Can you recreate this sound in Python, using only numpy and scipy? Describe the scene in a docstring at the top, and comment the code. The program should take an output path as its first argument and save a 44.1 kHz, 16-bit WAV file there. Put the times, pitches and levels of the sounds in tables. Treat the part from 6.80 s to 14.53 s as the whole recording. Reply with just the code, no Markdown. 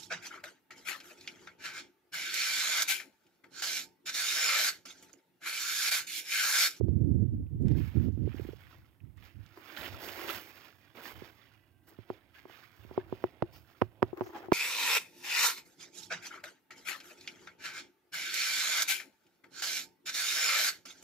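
"""Dry cut brush crackles in surges as someone wades through it on an open hillside, phone in hand.
Random tiny breaks make the crackle; filtered bursts make snapping twigs and crunching bundles.
Wind, made of dull shaped noise and pops, buffets the right microphone at first.
Later the hand shifts its grip: knocks ring the phone's case and shake it, and fingers rub and rasp.
Dry blades swish, faint thin tones hang in a lull, and soft background noise lies under it all."""
import sys
import numpy as np
from scipy import signal
from scipy.fft import rfft, irfft, next_fast_len
from scipy.io import wavfile
from scipy.ndimage import uniform_filter1d

SR = 44100
rng = np.random.default_rng(int(sys.argv[2]) if len(sys.argv) > 2 else 0)


def to_wav(sig):
    """Store sig (one row per channel, or 1-D mono) as 16-bit WAV at the path in sys.argv[1].

    Samples outside -1..1 are clipped; the rate is SR.
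    """
    pcm = np.clip(np.atleast_2d(sig), -1, 1) * 32767
    pcm = np.round(pcm).astype(np.int16)
    wavfile.write(sys.argv[1], SR, pcm.T)  # frames by channels


N = 340893
TIME = np.arange(N) / SR


def undb(db):
    """Turn decibels into gain."""
    return 10 ** (np.asarray(db) / 20)


def unit(x):
    """Scale a sound to an rms of one."""
    return x / np.sqrt(np.mean(x ** 2))


def total_db(gains):
    """Level of unrelated sounds heard together: their powers add."""
    return 10 * np.log10(sum(g ** 2 for g in gains) + 1e-12)


def colour(x, table):
    """Shape the tone through (Hz, dB) points, one dB column per channel, without sounding early."""
    hz, *columns = np.transpose(table)
    size = 4096
    log_hz = np.log(np.maximum(np.fft.rfftfreq(size, 1 / SR), 1))
    gains = undb([np.interp(log_hz, np.log(hz), c) for c in columns])
    # folding the cepstrum puts the filter's energy as early as possible
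    cepstrum = irfft(np.log(gains))
    cepstrum[:, 1:size // 2] *= 2
    cepstrum[:, size // 2 + 1:] = 0
    response = irfft(np.exp(rfft(cepstrum)))
    return signal.fftconvolve(x, response, axes=-1)[:, :N]


def band(x, hz, kind, order=4):
    """Keep part of the pitch range with a Butterworth filter."""
    return signal.sosfilt(signal.butter(order, hz, kind, fs=SR, output="sos"), x)


def walk(rate):
    """Wander smoothly between random levels, rate of them a second, with a spread near one."""
    k = max(int(SR / rate), 1)
    steps = np.repeat(rng.standard_normal(N // k + 1), k)
    return 1.2 * uniform_filter1d(steps, k)[:N]


def swell(s, length_s, attack_s, release_db_per_s):
    """Gain of one gesture: it rises, holds until its length is over and dies away."""
    gain = np.zeros(N)
    span = slice(max(int(s * SR), 0), int((s + length_s + 1) * SR))
    t = TIME[span] - s
    gain[span] = np.clip(t / attack_s, 0, 1) * undb(-release_db_per_s * np.maximum(t - length_s, 0))
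    return gain


def pair(three, likeness):
    """Two microphones hear one shared signal and one of their own each."""
    likeness = np.clip(likeness, 0, 1)
    return np.sqrt(likeness) * three[0] + np.sqrt(1 - likeness) * three[1:]


def add(out, s, sound):
    """Mix a short stereo sound in at time s."""
    start = max(int(s * SR), 0)
    room = out[:, start:start + sound.shape[1]]
    room += sound[:, :room.shape[1]]


def blurred(hz, width_hz):
    """Noise in one narrow band around a pitch, which may move."""
    wobble = band(rng.standard_normal((2, N)), np.clip(width_hz / 2, 5, SR / 4), "lowpass")
    phase = 2 * np.pi * np.cumsum(hz * np.ones(N)) / SR
    return unit(wobble[0] * np.cos(phase) + wobble[1] * np.sin(phase))


# tone of the low rumble: (pitch [Hz], relative level per Hz [dB])
RUMBLE_TONE = [(25, -22), (50, -1.5), (95, 7.5), (160, -5), (230, -11), (330, -15.5), (450, -31.5),
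               (700, -48.5), (1100, -74), (3000, -86), (9000, -80)]
# low rumbles on the microphones: wind gusts, then handling of the phone in the last two rows;
# levels are before flutter: (start [s], length [s], left level [dB], right level [dB])
LOW_RUMBLES = [(-0.03, 0.21, -46.5, -25), (0.193, 0.25, -43.5, -23.5), (0.483, 0.15, -37.5, -31),
               (0.698, 0.067, -41.5, -29.5), (0.789, 0.13, -42.5, -22), (0.938, 0.056, -47, -23.5),
               (1.05, 0.096, -53, -38), (1.137, 0.15, -47.5, -24.5), (1.36, 0.11, -47.5, -27),
               (1.544, 0.15, -57, -37.5), (1.77, 0.27, -60, -57), (2.206, 0.065, -92, -40),
               (2.355, 0.045, -84, -43.5), (2.539, 0.055, -68, -40.5), (2.97, 0.17, -61, -49.5),
               (3.109, 0.04, -45.5, -60), (3.216, 0.34, -62.5, -60.5), (4.31, 0.11, -56, -52.5),
               (5.965, 0.4, -63, -53), (6.723, 0.077, -65, -51.5)]
RUMBLE_ATTACK_S, RUMBLE_RELEASE_DB_PER_S = 0.022, 178.5
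# the hand shakes the phone at every knock: length, and rumble relative to the knock (left, right)
JOLT_S, JOLT_DB = 0.054, (-51.5, -43)


def wind_and_handling_rumble(eddy_db=2.0, bright=0.57):
    """Gusts, handling and jolts rumble separately at each port; the stronger, the brighter."""
    rumbles = []
    for s, length, *db in LOW_RUMBLES:
        rumbles.append(np.outer(undb(db), swell(s, length, RUMBLE_ATTACK_S, RUMBLE_RELEASE_DB_PER_S)))
    jolts = total_db(undb(db) * swell(s, JOLT_S, RUMBLE_ATTACK_S, RUMBLE_RELEASE_DB_PER_S)
                     for s, db, *_ in CASE_KNOCKS)
    level_db = total_db(rumbles + [np.outer(undb(JOLT_DB), undb(jolts))])
    eddies = rng.standard_normal((2, N)) * undb(eddy_db * walk(55))
    rumble = unit(colour(eddies, RUMBLE_TONE))
    slow = signal.sosfiltfilt(signal.butter(2, 190, fs=SR, output="sos"), rumble)
    # harder gusts carry smaller eddies and so sound brighter
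    flutter = (rumble - slow) * undb(bright * (level_db + 38.0))
    return (slow + flutter) * undb(level_db)


# feet and legs pushing through the brush: (start [s], length [s], stalk crackle level [dB],
# litter crunch relative to the stalks [dB], leaf hiss relative to the stalks [dB])
LEG_PUSHES = [(0.0, 0.18, -81.5, -7, -19), (0.85, 0.089, -63, 4, -8), (0.935, 0.14, -57, -9, -4),
              (1.081, 0.17, -61, -2.5, -6), (1.392, 0.33, -63, -4, -9), (1.529, 0.15, -65.5, 1.5, -0.5),
              (1.7, 0.26, -60.5, -8.5, -8), (2.355, 0.064, -67, -9, -9), (2.415, 0.054, -59, -10.5, -7),
              (2.56, 0.25, -65.5, -8, -8), (2.754, 0.062, -61.5, -3, -1.5), (2.78, 0.3, -51, -6, -7),
              (2.94, 0.12, -46, -4, -3.5), (3.1, 0.087, -51, -2, -11), (3.17, 0.15, -47, -3, -1.5),
              (3.301, 0.26, -45, -4, -3), (3.46, 0.099, -44, -7.5, 0.5), (3.63, 0.27, -58.5, -9.5, -23),
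              (3.939, 0.29, -65, -8, -26), (4.144, 0.039, -53, 0, -7), (4.205, 0.081, -49, -6, -2),
              (4.3, 0.18, -57, -3, -8), (4.44, 0.31, -67.5, -11.5, -32), (5.065, 0.03, -66.5, -2.5, 1),
              (5.075, 0.16, -68, -3.5, -19), (5.262, 0.082, -61.5, 0, -11), (5.398, 0.15, -75, -2, -15),
              (5.532, 0.051, -58.5, -11.5, -7.5), (5.63, 0.22, -58, -11, -8.5),
              (5.87, 0.26, -64, -7.5, -5.5), (6.079, 0.13, -60, 2.5, -16), (6.239, 0.23, -60.5, 1, -9.5),
              (6.5, 0.19, -65.5, 3, -18), (6.718, 0.048, -62, -3.5, 1.5), (6.82, 0.23, -66.5, -6, -8),
              (7.08, 0.14, -76.5, 9, -25), (7.219, 0.064, -64, 5.5, -9), (7.4, 0.085, -65.5, 5, 1),
              (7.53, 0.063, -55.5, 5.5, -10.5)]
PUSH_RISE, PUSH_RELEASE_DB_PER_S = 0.39, 168  # share of its length spent building up; letting go
BEND_DB, BEND_DB_PER_S = -15, 200.5  # stalks start to bend before each push
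SETTLE_DB, SETTLE_DB_PER_S = -10, 44.5  # bent stalks go on settling after each push
STIR_DB, STIR_LEAF_DB = -84.5, -92  # stalks and leaves never come quite to rest


def pushing():
    """Levels of stalks, litter and leaves in dB: each push bends, builds up, lets go and settles."""
    stalks, litter, leaves = [undb(STIR_DB)], [], [undb(STIR_LEAF_DB)]
    for s, length, db, litter_db, leaf_db in LEG_PUSHES:
        push = swell(s, length, PUSH_RISE * length, PUSH_RELEASE_DB_PER_S)
        settle = undb(SETTLE_DB) * swell(s, length, PUSH_RISE * length, SETTLE_DB_PER_S)
        bend = undb(BEND_DB - BEND_DB_PER_S * np.minimum(np.abs(TIME - s), 1))
        gain = undb(db) * np.maximum(np.maximum(push, settle), bend)
        stalks.append(gain)
        litter.append(gain * undb(litter_db))
        leaves.append(gain * undb(leaf_db))
    return total_db(stalks), total_db(litter), total_db(leaves)


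def fractures(rate, spread_db, likeness):
    """Tiny breaks at random moments, most small and a few large; rate sets grain, not level."""
    happens = rng.random(N) < rate / SR
    size = undb(spread_db * np.minimum(rng.exponential(size=N), 6)) / np.sqrt(rate)
    return unit(pair(rng.standard_normal((3, N)) * happens * size, likeness))


def thicket(x):
    """Nearby stalks throw back weak early reflections, which change as the walker moves on."""
    t, out, hop = TIME[:SR // 60], x.copy(), SR // 16
    window = np.sqrt(np.bartlett(2 * hop))
    for start in range(0, N - 2 * hop, hop):
        reflections = rng.standard_normal((2, len(t))) * np.exp(-t / .004)
        reflections *= undb(-8) / np.linalg.norm(reflections, axis=1, keepdims=True)
        piece = x[:, start:start + 2 * hop] * window
        add(out, start / SR, signal.fftconvolve(piece, reflections, axes=-1))
    return out


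def stalk_bursts(x, per_s, decay_s, burst_db):
    """Single stalks stand out of the crackle, each briefly and around its own pitch."""
    size = next_fast_len(N)
    hz = np.maximum(np.fft.rfftfreq(size, 1 / SR), 1)
    octave = np.clip(np.log2(hz / 800), 0, 3)
    spectrum, out = rfft(x, size), 0
    for centre in np.arange(7) / 2:  # overlapping bands, half an octave apart
        part = irfft(spectrum * np.maximum(1 - 2 * np.abs(octave - centre), 0), size)[:, :N]
        starts = (rng.random(N) < per_s / SR) * rng.uniform(0.12, 0.46, N)
        power = signal.lfilter([1], [1, -np.exp(-1 / (decay_s * SR))], starts + 1e-18)
        out = out + part * np.sqrt(1 + power * undb(burst_db) ** 2)
    return out


SPLINTERS_PER_S = 300
CRACK_LEFT_DB = -11  # left relative to right: set for cracks, the average for splinters


def splinters(low_hz=1300, high_hz=6000, cycles=7, spread_db=3.5, tilt_db=-7):
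    """Many thin stems part one by one, each ringing briefly at its own pitch; tilt is per octave."""
    out, t = np.zeros((2, N)), TIME[:SR // 50]
    for when, height, size, side in rng.random((SPLINTERS_PER_S * N // SR, 4)):
        hz = low_hz * (high_hz / low_hz) ** height
        db = -spread_db * np.log(size + .02) + tilt_db * np.log2(hz / low_hz)
        ping = np.sin(2 * np.pi * hz * t) * np.exp(-t * hz / cycles)
        add(out, when * N / SR, np.outer(undb([db + 2 * side * CRACK_LEFT_DB, db]), ping))
    return unit(out)


# tone of the brush: (pitch [Hz], relative left level per Hz [dB], relative right level per Hz [dB])
BRUSH_TONE = [(173, -10, -2), (335, -2.5, 5), (443, -5, -1), (720, -6, 0.5), (1290, -12.5, 0.5),
              (2200, -26, 2), (3520, -25, -3.5), (4010, -29, -12.5), (4980, -23, -13.5), (8330, -35, -39),
              (9700, -50.5, -38), (11640, -30, -30), (15000, -32.5, -21.5)]


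def brush(rate=4000, patchy_db=-1.1, sizzle_db=-9.0, splinter_db=-7):
    """Litter crunches, stalks crackle and leaves hiss; the harder the push, the more fibres break."""
    stalk_db, litter_db, leaf_db = pushing()
    breaks = rate * undb(.25 * (stalk_db + 52))  # per second
    catches = undb(patchy_db * walk(110) + walk(25))  # stalks catch and let go
    litter = colour(fractures(breaks, 0.35, 0.94), BRUSH_TONE)
    crunch = unit(band(litter, [200, 900], "bandpass")) * undb(litter_db)
    # thick stalks break one by one among the many thin fibres
    snaps = undb(-10) * fractures(110, 1.2, .8)
    fibres = thicket(colour(fractures(breaks, 0.57, 0.25) + snaps, BRUSH_TONE))
    stalks = stalk_bursts(fibres, per_s=24, decay_s=.009, burst_db=4)
    crackle = unit(band(stalks, [900, 4400], "bandpass")) + undb(splinter_db) * splinters()
    crackle = crackle * undb(stalk_db) / np.hypot(1, undb(splinter_db))
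    leaves = colour(fractures(2 * breaks, 0.9, 0.96), BRUSH_TONE)
    hiss = unit(band(leaves, 7430, "highpass", order=6)) * undb(leaf_db)
    # fine fibres sizzle when both stalks and leaves move
    fizz_db = (stalk_db + leaf_db) / 2 + sizzle_db + 2 * walk(45)
    sizzle = unit(band(leaves, [4000, 7500], "bandpass")) * undb(fizz_db)
    return catches * (crunch + crackle + sizzle + hiss)


# tone of the still air over the valley and microphone hiss:
# (pitch [Hz], relative left level per Hz [dB], relative right level per Hz [dB])
AIR_TONE = [(29.8, -21, -15.5), (104.1, -5, 8), (192, -14.5, -9), (340, -8.5, -1), (417, -23, -18.5),
            (806, -23.5, -16.5), (1500, -35, -28.5), (3040, -35, -31.5), (5770, -39, -47), (9800, -37, -34),
            (14000, -30.5, -32.5)]
AIR_DB = -66.5


def air(swell_db=0.4):
    """A quiet, gently swelling background of shaped noise, largely shared by both microphones."""
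    hush = colour(pair(rng.standard_normal((3, N)), 0.69), AIR_TONE)
    return unit(hush) * undb(AIR_DB + swell_db * walk(17.0))


# a click as the sound begins, then single eddies popping on the right port: (time [s], peak level [dB])
PORT_POPS = [(0.01, -16), (0.084, -20.5), (0.226, -32.5), (0.436, -36), (1.169, -22.5), (1.284, -19.5),
             (1.375, -25), (1.475, -22), (1.544, -27.5), (1.596, -25.5), (1.65, -31), (1.688, -27),
             (1.732, -34.5)]


def pops(decay_s=0.002, leak_db=-26):
    """A dull pop of a cycle or two on the right, faint on the left: the opening click, then lone eddies
    crossing the port."""
    out, t = np.zeros((2, N)), TIME[:SR // 25]
    for s, db in PORT_POPS:
        hz = 300 * np.exp(0.14 * rng.standard_normal())
        pop = np.sin(2 * np.pi * hz * t) * t * np.exp(-t / decay_s)
        add(out, s, np.outer([undb(leak_db), 1], pop / np.abs(pop).max()) * undb(db))
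    return out


def crack(excitation, db, hz, octaves):
    """Dry wood rings in a band around its pitch, mostly on the right."""
    edges = np.minimum(hz * 2 ** (np.array([-octaves, octaves]) / 2), .45 * SR)
    sound = band(excitation, edges, "bandpass", order=3)
    sound = sound / np.abs(sound).max(axis=1, keepdims=True)
    return sound * undb(db + np.array([[CRACK_LEFT_DB], [0]]))


# bundles of stalks or leaves giving way in a quick run of breaks:
# (start [s], length [s], right peak level [dB], pitch [Hz])
BUNDLE_CRUNCHES = [(0.083, 0.012, -58, 3000), (0.966, .02, -49, 1900), (1.0, 0.041, -46, 2000),
                   (1.154, 0.024, -54, 2580), (1.322, 0.028, -63.5, 5000), (1.461, 0.049, -51.5, 2100),
                   (1.517, 0.015, -45, 1900), (1.573, 0.036, -41.5, 1880), (1.653, 0.056, -49, 2360),
                   (1.858, 0.023, -49.5, 1800), (2.423, 0.0091, -48.5, 2240), (2.453, 0.03, -47.5, 1900),
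                   (2.765, 0.012, -51, 1000), (2.965, 0.011, -28.5, 2570), (3.03, 0.039, -29.5, 2060),
                   (3.278, 0.017, -33, 2000), (3.497, 0.018, -27, 2640), (3.549, 0.051, -34, 1740),
                   (4.151, 0.01, -45, 1600), (4.170, 0.0084, -39, 2320), (4.255, 0.009, -34, 1480),
                   (5.086, 0.0085, -47.5, 13400), (7.563, 0.028, -48.5, 4500)]
CRUNCH_BREAKS_PER_S, CRUNCH_OCTAVES = 550, 1.29  # how often it breaks; width of its pitch band


def crunches(release_s=0.0044):
    """A bundle gives way: a first break leads a random run of others, which soon dies out."""
    out, t = np.zeros((2, N)), TIME[:SR // 8]
    for s, length, db, hz in BUNDLE_CRUNCHES:
        breaks = (rng.random(len(t)) < CRUNCH_BREAKS_PER_S / SR) * rng.uniform(.3, 1, len(t))
        breaks[0] = 1
        power = signal.lfilter([1], [1, -np.exp(-1 / (.001 * SR))], breaks)  # each break fades fast
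        run = np.sqrt(power) * np.exp(-np.maximum(t - length, 0) / release_s)
        noise = pair(rng.standard_normal((3, len(t))), 0.2)
        add(out, s, crack(noise * run, db, hz, CRUNCH_OCTAVES))
    return out


# twigs breaking: (time [s], right peak level [dB], pitch [Hz], width [octaves])
TWIG_SNAPS = [(0.665, -62.5, 2480, 0.44), (0.824, -52.5, 2800, 3.5), (0.859, -51, 2200, 1.3),
              (0.883, -38.5, 3000, 2.3), (2.2034, -52.5, 2310, 0.63), (2.373, -56, 3600, 2.5),
              (2.663, -48, 3800, 1.4), (3.0113, -29.5, 2560, 1.2), (3.062, -34, 1980, 1.7),
              (3.126, -48, 3000, 0.7), (3.2874, -29.5, 1910, 3.1), (3.492, -23.5, 2840, 1.6),
              (3.5475, -30, 2200, 2.5), (4.262, -40, 1700, 2.2), (4.284, -37, 1800, 2.3),
              (4.396, -45, 1806, 1.4), (4.616, -47.5, 3260, 0.45), (4.629, -56, 3000, 0.4),
              (4.685, -54, 2980, 0.45), (5.546, -53, 1800, 1.8), (7.469, -46, 2600, 0.92)]


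def twigs(splinter_db=-14):
    """Each twig cracks around its own pitch, then splinters briefly."""
    out, t = np.zeros((2, N)), TIME[:SR // 20]
    fade = np.exp(-t / .0009) + undb(splinter_db) * np.exp(-t / .008)
    for s, db, hz, octaves in TWIG_SNAPS:
        noise = pair(rng.standard_normal((3, len(t))), 0.59)
        add(out, s, crack(noise * fade, db, hz, octaves))
    return out


# tone of skin on the case: (pitch [Hz], relative left level per Hz [dB], relative right level per Hz [dB])
SCRAPE_TONE = [(121, -22.5, -10.5), (250, -16, -19), (339.6, 14.5, 15), (516, -8, -3.5), (800, -2.5, -3.5),
               (1052, -2, -0.5), (1840, -7.5, -11), (2940, -19.5, -38.5), (4200, -24, -53),
               (7100, -28, -71.5), (9670, -45.5, -57), (13900, -23.5, -36.5)]
# fingers sliding on the case: (start [s], length [s], level [dB])
FINGER_RUBS = [(2.754, 0.021, -51), (3.207, 0.091, -51), (3.335, 0.17, -47.5), (5.059, 0.075, -62),
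               (5.634, 0.076, -66), (5.984, 0.37, -63.5), (6.103, 0.26, -79.5), (7.328, 0.197, -50.5),
               (7.51, 0.075, -49.5), (7.563, 0.084, -45)]
RUB_ATTACK_S, RUB_RELEASE_DB_PER_S = 0.024, 386


def scrape(rate=2500, patchy_db=4.5):
    """Skin sticks and slips on the case, in many tiny random releases."""
    slips = fractures(rate, 2.5, 0.54) * undb(patchy_db * walk(100))
    slips = unit(colour(slips, SCRAPE_TONE))
    rub_db = total_db(undb(db) * swell(s, length, RUB_ATTACK_S, RUB_RELEASE_DB_PER_S)
                      for s, length, db in FINGER_RUBS)
    return slips * undb(rub_db)


# faint thin tones that hang in the lull: (pitch [Hz], level before the left and right shifts [dB])
THIN_TONES = [(1570, -82.5), (1970, -87), (2589, -91), (2860, -88.5)]


def tones(width_hz=45, left_db=-6, right_db=3):
    """Faint tones, blurred into narrow bands of noise, fade in and out."""
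    fade = np.interp(TIME, [3.9, 4.3, 5.2, 5.7], [0, 1, 1, 0])
    whine = sum(undb(db) * blurred(hz, width_hz) for hz, db in THIN_TONES)
    return np.outer(undb([left_db, right_db]), whine * fade)


# ways the case rings: (pitch [Hz], time to fall 60 dB in a loose grip [s],
# relative left level [dB], relative right level [dB])
CASE_MODES = [(105.7, 0.11, -48.5, -24.5), (282, 0.016, -34.5, -5), (364.5, 0.021, -10, -15.5),
              (359.6, 0.05, -8, -14), (712, 0.0068, 7, 9), (771.5, 0.00574, 11, 15),
              (858.5, 0.0034, 3.5, 13.5), (3000, 0.0022, -23.5, -4), (5210, 0.01, -40, -17),
              (13000, 0.0073, -38, -5)]
# knocks on the case: (time [s], peak level of the louder channel, before buzz [dB],
# contact softness [1/kHz], added left minus right level [dB], ring time relative to a loose grip [ratio])
CASE_KNOCKS = [(4.4209, -31, 2.1, -6.5, 0.62), (5.1875, -32, 10.5, -8, 1), (5.3013, -22.5, 1.05, 0.5, 0.99),
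               (5.654, -36.5, 0.67, -1.5, 1.15), (5.697, -41, 0.4, -1, 1.7), (6.049, -38, 7, -27, 0.94),
               (6.111, -32.5, 2.2, -1.5, 1.1), (6.1767, -15.5, 1.84, 2.5, 1.07),
               (6.3251, -19.5, 2.3, -1.5, 1.1), (6.4399, -15, 0.78, 2, 0.93),
               (6.6227, -14.5, 0.61, 1, 1.34), (6.6242, -11.5, 2.1, -10, 0.45),
               (7.0155, -16, 0.35, 5.5, 0.97), (7.0193, -8.5, 0.78, -3.5, 0.93), (7.222, -19, 0.89, 4, 1.4),
               (7.2275, -6.5, 0.51, -5.5, 0.96), (7.3295, -24.5, 2.5, 15, 0.8), (7.4092, -18, 1.08, 0, 1.1),
               (7.4175, -27, 0.66, 4, 1.2), (7.492, -41, 0.79, 1, 1.2), (7.6837, -29, 4, 13, 1.25),
               (7.7179, -15.5, 0.37, 9, 0.71), (7.7208, -5.5, 0.67, -5.5, 1.03)]
# knocks harder than HEAVY_DB shove the whole phone: dB of bass per dB of knock, below this pitch
HEAVY_DB, HEAVY_SLOPE, HEAVY_HZ = -11.5, 1, 210


def knocks(left_ms=0.536, lead_ms=0.45, place_db=0.5, grit_db=-37, grit_s=0.0044,
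           chatter_db=-58, chatter_s=0.03, buzz_db=-25):
    """A short push rings the case; the softer and longer the contact, the duller the knock."""
    out, t = np.zeros((2, N)), TIME[:SR // 6]
    hz, t60, *mode_db = np.transpose(CASE_MODES)
    weights = undb(mode_db) * (-1) ** np.arange(len(hz))  # neighbouring modes swing against each other
    khz = np.fft.rfftfreq(len(t), 1 / SR) / 1000
    # a bending wave reaches the far, left port upside down, its low pitches last (travel time at 1 kHz)
    far = -np.exp(-4j * np.pi * left_ms * np.sqrt(khz))
    near = np.exp(-2j * np.pi * khz * lead_ms)
    travel = np.array([far, near])
    for s, db, softness, pan_db, ring_share in CASE_KNOCKS:
        grip = 1 + .022 * rng.standard_normal()  # shifts the pitch a little
        decay = np.exp(-np.log(1000) * t / (ring_share * t60[:, None]))
        modes = np.sin(2 * np.pi * np.outer(hz * grip, t)) * decay
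        # each knock favours slightly different pitches
        uneven = np.interp(np.sqrt(khz), np.linspace(0, 3, 12), rng.standard_normal(12))
        shove_db = HEAVY_SLOPE * max(db - HEAVY_DB, -2)  # softer knocks lose at most 2 dB of bass
        shove = undb(shove_db / (1 + (1000 * khz / HEAVY_HZ) ** 6))
        place = undb(place_db * uneven) * shove
        # the finger skids as it lands, then chatters faintly as it settles
        skid = undb(grit_db) * np.exp(-t / grit_s) + undb(chatter_db) * np.exp(-t / chatter_s)
        push = (1 + rfft(skid * rng.standard_normal(len(t)))) / (1 + 1j * khz * softness) ** 2
        ring = irfft(rfft(weights @ modes) * push * place * travel)
        ring = ring * undb(np.array([[pan_db], [-pan_db]]) / 2)
        ring = ring / np.abs(ring).max() * np.minimum((t[-1] - t) / t[-1] * 2, 1)
        # the seams of the case buzz on the widest swings, more so under hard knocks
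        buzz = unit(band(rng.standard_normal(len(t)), [1800, 4200], "bandpass")) * ring ** 4
        add(out, s - lead_ms / 1000, (ring + buzz * undb(buzz_db + db / 2)) * undb(db))
    return out


# dry blades sliding past the legs: (start [s], length [s],
# level before flicker and left-right shift [dB], starting pitch [Hz], width [Hz])
BLADE_SWISHES = [(5.547, 0.023, -60.5, 1570, 180), (6.724, 0.032, -67, 4880, 1400),
                 (7.416, 0.062, -71, 5440, 1900)]
# share of its length spent building up; dying away; climb in pitch
SWISH_RISE, SWISH_RELEASE_DB_PER_S, SWISH_OCTAVES_PER_S = 0.41, 355, 2.5


def swishes(patchy_db=1.0, left_db=4.5):
    """A dry blade slides past: a scratchy band that climbs as it speeds up."""
    out = 0
    for s, length, db, hz, width_hz in BLADE_SWISHES:
        pitch = hz * 2 ** (SWISH_OCTAVES_PER_S * np.clip(TIME - s, 0, length))
        gain = undb(db) * swell(s, length, SWISH_RISE * length, SWISH_RELEASE_DB_PER_S)
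        out = out + blurred(pitch, width_hz) * gain
    return np.outer(undb([left_db, -left_db]), out * undb(patchy_db * walk(300)))


# a fingertip pressed hard enough to rasp:
# (start [s], length [s], level before the left-right shift [dB], typical slips [per s])
FINGER_RASPS = [(7.519, 0.05, -45, 840), (7.563, 0.021, -59, 1350), (7.624, 0.02, -48.5, 780)]
RASP_RELEASE_DB_PER_S = 1204


def rasps(jitter=0.11, rise=0.88, left_db=3.0):
    """Skin slips in a quick, uneven train of pulses that swells and stops short."""
    out, t = np.zeros((2, N)), TIME[:SR // 6]
    for s, length, db, rate in FINGER_RASPS:
        wobble, size = rng.standard_normal((2, 400))
        at = (np.cumsum(np.exp(jitter * wobble)) / rate * SR).astype(int)
        slips = np.bincount(at, undb(2 * size), len(t))[:len(t)]
        rasp = band(slips, [650, 1500], "bandpass", order=2)
        rasp = unit(band(rasp, 1050, "lowpass", order=1))
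        release = undb(-RASP_RELEASE_DB_PER_S * np.maximum(t - length, 0))
        gain = np.minimum(t / (rise * length), 1) * release
        add(out, s, np.outer(undb([db + left_db, db - left_db]), rasp * gain))
    return out


def scene():
    """Open air: no room surrounds the sources, which simply add up."""
    weather = wind_and_handling_rumble() + air() + pops() + tones()
    plants = brush() + crunches() + twigs() + swishes()
    fingers = scrape() + knocks() + rasps()
    return weather + plants + fingers


TOP_HZ = 15900


def record(dry):
    """The phone thins the deepest bass and cuts the top."""
    thinned = band(dry, 42, "highpass", order=3)
    return signal.sosfilt(signal.ellip(10, .2, 70, TOP_HZ, fs=SR, output="sos"), thinned)


dry = scene()
out = record(dry)
to_wav(out)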